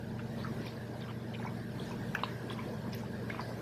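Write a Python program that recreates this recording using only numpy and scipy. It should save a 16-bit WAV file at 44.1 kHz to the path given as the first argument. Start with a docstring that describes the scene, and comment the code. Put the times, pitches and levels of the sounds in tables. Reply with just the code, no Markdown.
"""Outdoors, a wash of shaped noise, a steady machine hum of wavering tones and an idling engine run from the start.
The engine is built from multiples of its shaft rate; its level sinks now and then. A fine fizz of bubbles runs along.
From about 0.2 s on, a dog laps from a stone basin, close to three laps a second.
Each lap stirs a spray of tiny bubbles; larger ones plop with falling loudness and rising pitch, and some laps click.
Right after each water sound, the stone throws it back as short, dense echoes."""
import sys
import numpy as np
from scipy import signal
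from scipy.fft import rfft, irfft
from scipy.io import wavfile
from scipy.ndimage import uniform_filter1d

SR = 44100
rng = np.random.default_rng(int(sys.argv[2]) if len(sys.argv) > 2 else 0)


def transcribe(u):
    """Save the signal u as a 16-bit wav file named by the first command-line argument.

    u: samples, shape (n,) or (channels, n), limited to [-1, 1]; the rate is SR.
    q: integer samples, one column per channel.
    """
    v = np.clip(np.atleast_2d(u).T, -1, 1)
    q = np.round(v * 32767).astype(np.int16)
    wavfile.write(sys.argv[1], SR, q)


N = 159201  # length in samples
EDGE_HZ = 14800  # upper edge of the sound


def amp(db):
    """Turns decibels into a gain."""
    return 10 ** (np.asarray(db) / 20)


def unit(x):
    """Scales a sound to an rms of 1."""
    return x / np.sqrt(np.mean(x ** 2) + 1e-20)


def read(points, hz):
    """Reads a spectrum table between its points, on a log-frequency axis."""
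    f, value = np.transpose(points)
    return np.interp(np.log(hz + 1), np.log(f + 1), value)


def level(points):
    """Turns a table of times and decibels into a gain for every sample."""
    return amp(np.interp(np.arange(N) / SR, *np.transpose(points)))


def add(mix, s, sound):
    """Mixes a sound in, starting at time s in seconds."""
    part = mix[max(round(s * SR), 0):][:len(sound)]
    part += sound[:len(part)]


def drift(rate_hz):
    """A slow random wander around zero: noise that keeps only its slowest changes."""
    f = np.fft.rfftfreq(1024, N / SR / 900)
    keep = np.exp(-(f / rate_hz) ** 2) * (f > 0)
    slow = unit(irfft(rfft(rng.standard_normal(1024)) * keep))
    # 900 of the 1024 points span the whole scene
    return np.interp(np.linspace(0, 900, N), np.arange(len(slow)), slow)


def onset(t, rise_s):
    """A smooth start from silence."""
    return 1 - np.exp(-(t / rise_s) ** 2)


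# Colour of the outdoor wash: f/Hz, relative level per Hz/dB
AIR_COLOUR = [(40, -30), (90, 4), (200, 7), (260, 4.5), (330, 1.5), (450, 2), (560, -0.5), (750, -5.5),
              (1000, -3.5), (1280, -13.5), (1650, -6.5), (2000, -13), (2600, -23), (3400, -21.5),
              (4500, -23), (5600, -25.5), (7000, -30), (10500, -31), (13000, -31), (14800, -36)]
# Loudness of the wash over time, before its swells: t/s, level/dB
AIR_LEVEL = [(0, -47), (.6, -45.5), (1.2, -48), (1.9, -44.5), (2.4, -44.5), (2.7, -46), (3.1, -46),
             (3.6, -43.5)]
PATCH_DB, SWELL_DB = 3.5, 0.83  # typical unevenness in time and pitch; typical swell of the whole wash


def air():
    """Outdoor wash: noise coloured by the table, with small drifting louder and softer patches."""
    hz = np.fft.rfftfreq(1024, 1 / SR)
    a, b, patches = rng.standard_normal((3, N // 256 + 5, len(hz)))
    # smooth over time, then over frequency
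    patches = uniform_filter1d(patches, size=8, axis=0)
    patches = unit(uniform_filter1d(patches, size=5, axis=1))
    spectrum = (a + 1j * b) * amp(read(AIR_COLOUR, hz) + PATCH_DB * patches)
    wash = signal.istft(spectrum.T, nperseg=1024, noverlap=768)[1][:N]
    low_cut = signal.butter(4, 90, "highpass", fs=SR, output="sos")
    wash = signal.sosfilt(low_cut, wash)
    return unit(wash) * level(AIR_LEVEL) * amp(SWELL_DB * drift(4.7))


# Tones of the machine hum: f/Hz, rms level before wavering/dB
HUM_TONES = [(118.2, -46.5), (236.3, -68), (388.8, -61), (472.3, -60), (596, -61.5), (642, -65), (882, -71),
             (1603, -67), (5541, -79)]
HUM_WAVER_DB, HUM_WANDER = 0.5, 0.0016  # typical wander of level, and of pitch as a share


def hum():
    """Machine hum: steady sine tones whose level and pitch each waver a little."""
    t = np.arange(N) / SR
    out = np.zeros(N)
    for hz, db in HUM_TONES:
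        # above 900 Hz the pitch wander in Hz grows no further
        wander_turns = min(hz, 900) * HUM_WANDER * np.cumsum(drift(3.7)) / SR
        tone = np.sin(2 * np.pi * (hz * t + wander_turns + rng.random()))
        out += np.sqrt(2) * amp(db + HUM_WAVER_DB * drift(2.2)) * tone
    return out


# Low engine tones: multiple of the shaft rate, relative level/dB
ENGINE_ORDERS = [(3, -9.5), (4.5, -9), (5, -12), (6, -1.5), (7, -6), (7.5, -9), (8, -11), (9, 0.5),
                 (9.5, -11), (10, -0.5), (10.5, -5.5), (11, -27), (11.5, -41), (12, 2), (12.5, -9),
                 (13, -5), (13.5, 0), (14, -1), (14.5, -8), (15, 5), (15.5, -6.5), (16, -7.5), (17, -15)]
# Loudness of the low tones over time, before ENGINE_DB is added: t/s, level/dB
ENGINE_LEVEL = [(0, -45), (.25, -45), (.62, -45.5), (.66, -49.5), (1.0, -49), (1.4, -47), (1.7, -45),
                (2.1, -44.5), (2.35, -50.5), (2.6, -46), (2.9, -44), (3.3, -45), (3.6, -49.5)]
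# Colour of the higher engine tones: f/Hz, relative level/dB
CLATTER_COLOUR = [(240, -81), (270, -23), (330, 5.5), (365, -16), (395, -1), (460, 0.5), (520, -18.5),
                  (590, -7.5), (740, -9), (900, -24), (1300, -66)]
SHAFT_HZ, WANDER = 15.19, 0.0014  # average turns per second, and their typical wander as a share
ORDER_WAVER_DB = 1.5  # typical wander of each low tone
ENGINE_DB, CLATTER_DB = 2, -54  # lift of the low tones; rms level of the clatter


def engine():
    """Idling engine: wavering multiples of the shaft rate and a faint clatter that repeats every two turns."""
    turns = np.cumsum(SHAFT_HZ * (1 + WANDER * drift(1.15))) / SR
    low = np.zeros(N)
    for multiple, db in ENGINE_ORDERS:
        tone = np.sin(2 * np.pi * (multiple * turns + rng.random()))
        low += amp(db + ORDER_WAVER_DB * drift(0.68)) * tone
    # the clatter uses multiples of half the shaft rate, all above the low tones
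    k = np.arange(170)
    strength = amp(read(CLATTER_COLOUR, k * SHAFT_HZ / 2)) * (k > 2 * ENGINE_ORDERS[-1][0])
    cycle = irfft(strength * np.exp(2j * np.pi * rng.random(len(k))), 8192)
    clatter = np.interp(turns / 2 % 1, np.arange(len(cycle)) / len(cycle), cycle)
    return amp(ENGINE_DB) * level(ENGINE_LEVEL) * unit(low) + amp(CLATTER_DB) * unit(clatter)


# echo level against the direct sound, time to fade by 60 dB, wait before the first echo
BASIN_DB, BASIN_T60_S, BASIN_DELAY_S = -12, 0.18, .004


def basin(x):
    """Stone walls: adds short, dense echoes at random delays, fading quickly."""
    t = np.arange(SR // 3) / SR
    # about 2000 echoes a second
    echoes = rng.standard_normal(len(t)) * (rng.random(len(t)) < 2000 / SR)
    echoes *= (t > BASIN_DELAY_S) * np.exp(-np.log(1000) * t / BASIN_T60_S)
    return x + amp(BASIN_DB) * signal.fftconvolve(x, echoes / np.linalg.norm(echoes))[:N]


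def bubble(hz, t60, glide, rise_s):
    """A trapped bubble rings, fading by 60 dB in t60 seconds while its pitch climbs by twice the glide."""
    t = np.arange(0, max(t60, .003), 1 / SR)
    fade = onset(t, rise_s) * np.exp(-np.log(1000) * t / t60)
    return fade * np.sin(2 * np.pi * hz * t * (1 + glide * t / t60))


# tiny bubbles: longest 60 dB fade, glide as a share, rise time
SPRAY_T60_S, SPRAY_GLIDE, SPRAY_RISE_S = .02, .04, .0014
# fizz: rms level, middle pitch, reach to either side
TRICKLE_DB, TRICKLE_HZ, TRICKLE_OCTAVES = -66, 3416, 0.628


def trickle(count=3500, size_db=4.0):
    """Fizz on the disturbed water: tiny bubbles at random times all through, of scattered pitch and strength."""
    out = np.zeros(N)
    for when, tune, chance in rng.random((count, 3)):
        hz = TRICKLE_HZ * 2 ** (TRICKLE_OCTAVES * (2 * tune - 1))
        size = amp(size_db * min(-np.log(chance), 3))
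        add(out, when * N / SR, size * bubble(hz, SPRAY_T60_S, SPRAY_GLIDE, SPRAY_RISE_S))
    return amp(TRICKLE_DB) * unit(out)


# Water stirred by tongue and jaws: centre t/s, quarter of the span in which bubbles start/s,
# level/dB, middle f/Hz, pitch spread (rms)/octaves
SPLASHES = [(0.198, 0.012, -57, 1940, 0.49), (0.404, 0.017, -56, 3620, 0.18),
            (0.416, 0.034, -54.5, 1290, 0.56), (.457, .012, -52, 1486, 0.31),
            (0.662, 0.045, -55, 3200, 0.49), (0.666, 0.0062, -63, 11400, 0.19),
            (1.024, 0.019, -55, 1916, 0.56), (1.095, 0.018, -53, 1690, 0.55),
            (1.345, 0.0063, -50.5, 2830, 0.32), (1.407, 0.013, -57, 1870, 0.35),
            (1.448, 0.028, -52.5, 1470, 0.39), (1.819, 0.024, -57, 3680, 0.17),
            (1.897, 0.04, -56.5, 2300, 0.94), (2.154, 0.0057, -41.5, 1793, 0.43),
            (2.152, 0.0082, -61, 13400, 0.063), (2.196, 0.012, -48.5, 1720, 0.52),
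            (2.243, 0.0052, -42.5, 3060, 0.28), (2.247, .008, -57, 1100, 0.42),
            (2.277, 0.029, -55, 2345, 0.5), (2.512, 0.017, -50.5, 1870, 0.53),
            (2.52, 0.017, -58.5, 4130, .25), (2.524, 0.0064, -61, 9300, 0.096),
            (2.596, 0.02, -53.5, 1640, 0.62), (2.70, 0.024, -45.5, 496, 0.15),
            (2.941, 0.011, -49, 3064, 0.59), (2.958, 0.015, -64, 13000, 0.16),
            (2.99, 0.011, -57.5, 3810, 0.5), (3.306, 0.015, -54.5, 2155, 0.72),
            (3.349, 0.034, -54, 1764, 0.48), (3.401, .014, -46, 1445, 0.455),
            (3.428, 0.014, -57, 4450, 0.13), (3.487, 0.027, -60, 4710, 0.089)]
SPRAY_PER_S = 3500  # bubbles per second, counted over half the span


def splashes(size_db=1.5):
    """Each stir of the water is a cloud of tiny bubbles of scattered pitch and strength, densest mid-way."""
    out = np.zeros(N)
    for s, quarter, db, pitch, spread in SPLASHES:
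        half_span = 2 * quarter
        cloud = np.zeros(SR // 2)
        draws = rng.random((500, 4))
        t60 = min(SPRAY_T60_S, half_span)
        count = max(int(half_span * SPRAY_PER_S), 3)
        for early, late, tune, chance in draws[:count]:
            hz = min(pitch * 2 ** (spread * np.sqrt(3) * (2 * tune - 1)), EDGE_HZ)
            size = amp(size_db * min(-np.log(chance), 3))
            # two random waits added together favour the middle
            add(cloud, half_span * (early + late), size * bubble(hz, t60, SPRAY_GLIDE, SPRAY_RISE_S))
        # same energy as an rms of 1 held for half the span
        cloud *= np.sqrt(half_span * SR / np.sum(cloud ** 2))
        add(out, s - half_span, amp(db) * cloud)
    return out


# The wet tongue parting from water or palate: t/s, starting level/dB
CLICKS = [(0.6658, -49), (2.1495, -41.5), (2.9321, -44), (2.949, -49), (3.2992, -48), (3.408, -49)]
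CLICK_HZ, CLICK_OCTAVES, CLICK_DECAY_S = 2920, 0.57, 0.0024  # middle, width, decay time constant


def clicks():
    """A film of water tears: a few milliseconds of wide noise."""
    out = np.zeros(N)
    noise = rng.standard_normal((len(CLICKS), 1024))
    t, f = np.arange(noise.shape[1]) / SR, np.fft.rfftfreq(noise.shape[1], 1 / SR)
    octaves = np.log2((f + 1) / CLICK_HZ)
    colour = 1 / (1 + (octaves / CLICK_OCTAVES) ** 2)
    for (s, db), raw in zip(CLICKS, noise):
        tear = unit(irfft(rfft(raw) * colour))
        add(out, s, amp(db) * np.exp(-t / CLICK_DECAY_S) * tear)
    return out


# Larger bubbles and drops: t/s, starting f/Hz, level before POP_DB or SNAP_DB is added/dB,
# time for the ring to fade by 60 dB (t60)/s
POPS = [(0.1936, 1420, -32, 0.028), (.1915, 2640, -41.5, 0.032), (.436, 4500, -41.5, 0.03),
        (.445, 1260, -30, 0.059), (.4455, 1540, -37.5, .022), (.667, 2370, -39, .016),
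        (.6708, 4700, -40, .017), (.6788, 3630, -40.5, .035), (.7668, 4450, -47.5, .025),
        (1.009, 4460, -45, 0.022), (1.0204, 3630, -36.5, 0.018), (1.087, 1170, -36.5, 0.03),
        (1.0993, 2930, -45, 0.029), (1.1072, 900, -34, 0.013), (1.336, 3000, -45, .045),
        (1.347, 2350, -36, 0.036), (1.349, 2860, -40, 0.031), (1.388, 3700, -48, 0.026),
        (1.396, 830, -38, .035), (1.4256, 1680, -35.5, 0.021), (1.4512, 885, -31, .022),
        (1.461, 5440, -47, 0.018), (1.463, 980, -33, .022), (1.469, 2200, -38.5, 0.042),
        (1.7962, 3300, -37.5, 0.024), (1.91, 1000, -35.5, 0.03), (1.9152, 2520, -41, 0.034),
        (2.1474, 2430, -31.5, 0.044), (2.1505, 1400, -22, 0.0057), (2.1493, 5930, -36.5, 0.014),
        (2.1513, 1660, -18.5, 0.017), (2.1568, 1600, -39, 0.016), (2.184, 844, -29, 0.013),
        (2.1894, 2390, -40.5, .04), (2.2349, 1055, -16, .0145), (2.2348, 3850, -24, .0105),
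        (2.2348, 2850, -30.5, .024), (2.235, 2000, -31.5, .008), (2.2521, 4250, -36, .01),
        (2.5, 3300, -31, 0.014), (2.506, 1025, -32, 0.024), (2.511, 3580, -42, 0.02),
        (2.528, 2650, -46, 0.018), (2.532, 3430, -43, .022), (2.581, 1240, -34, 0.014),
        (2.5888, 1010, -34, 0.061), (2.591, 2240, -38, .04), (2.931, 5020, -32, 0.015),
        (2.931, 1010, -39, 0.021), (2.949, 12680, -35, 0.0067), (3.0345, 850, -33.5, 0.023),
        (3.299, 1616, -27.5, 0.028), (3.3023, 2175, -27.5, 0.032), (3.3457, 1070, -32.5, 0.016),
        (3.348, 2400, -39, .023), (3.3943, 976, -24.5, 0.016), (3.408, 4570, -34.5, 0.013),
        (3.416, 4530, -36.5, 0.016)]
POP_DB, POP_RISE_SHARE = -4.5, 0.041  # trim of the ring's peak; rise time as a share of t60
POP_GLIDE = .06  # glide share, scaled at random for each bubble
# the film tearing as a bubble forms: trim in dB, time constant as a share of t60, width in octaves
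SNAP_DB, SNAP_SHARE, SNAP_WIDTH = -12, .21, .21


def pops():
    """Larger bubbles: a short wet snap of noise together with a ring that climbs by its own amount."""
    out = np.zeros(N)
    noise = rng.standard_normal((len(POPS), 2048))
    t, f = np.arange(noise.shape[1]) / SR, np.fft.rfftfreq(noise.shape[1], 1 / SR)
    for (s, hz, db, t60), raw in zip(POPS, noise):
        rise_s = POP_RISE_SHARE * t60
        octaves = np.log2((f + 1) / hz)
        snap = unit(irfft(rfft(raw) / (1 + (octaves / SNAP_WIDTH) ** 4)))
        snap *= np.exp(-t / (SNAP_SHARE * t60)) * onset(t, rise_s)
        add(out, s, amp(db + SNAP_DB) * snap)
        # the last noise value doubles as this bubble's random glide
        ring = bubble(hz, t60, POP_GLIDE * abs(raw[-1]), rise_s)
        add(out, s, amp(db + POP_DB) * ring / abs(ring).max())
    return out


def scene():
    """The lapping, with its stone echoes, in front of engine, hum and wash."""
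    water = clicks() + pops() + splashes() + trickle()
    return (basin(water) + engine() + hum() + air())[None]


def record(dry):
    """The recorder's band limit: a steep filter takes away what lies above EDGE_HZ."""
    low_pass = signal.firwin(511, EDGE_HZ, window=("kaiser", 9), fs=SR)
    return signal.oaconvolve(dry, low_pass[None], "same")


dry = scene()
out = record(dry)
transcribe(out)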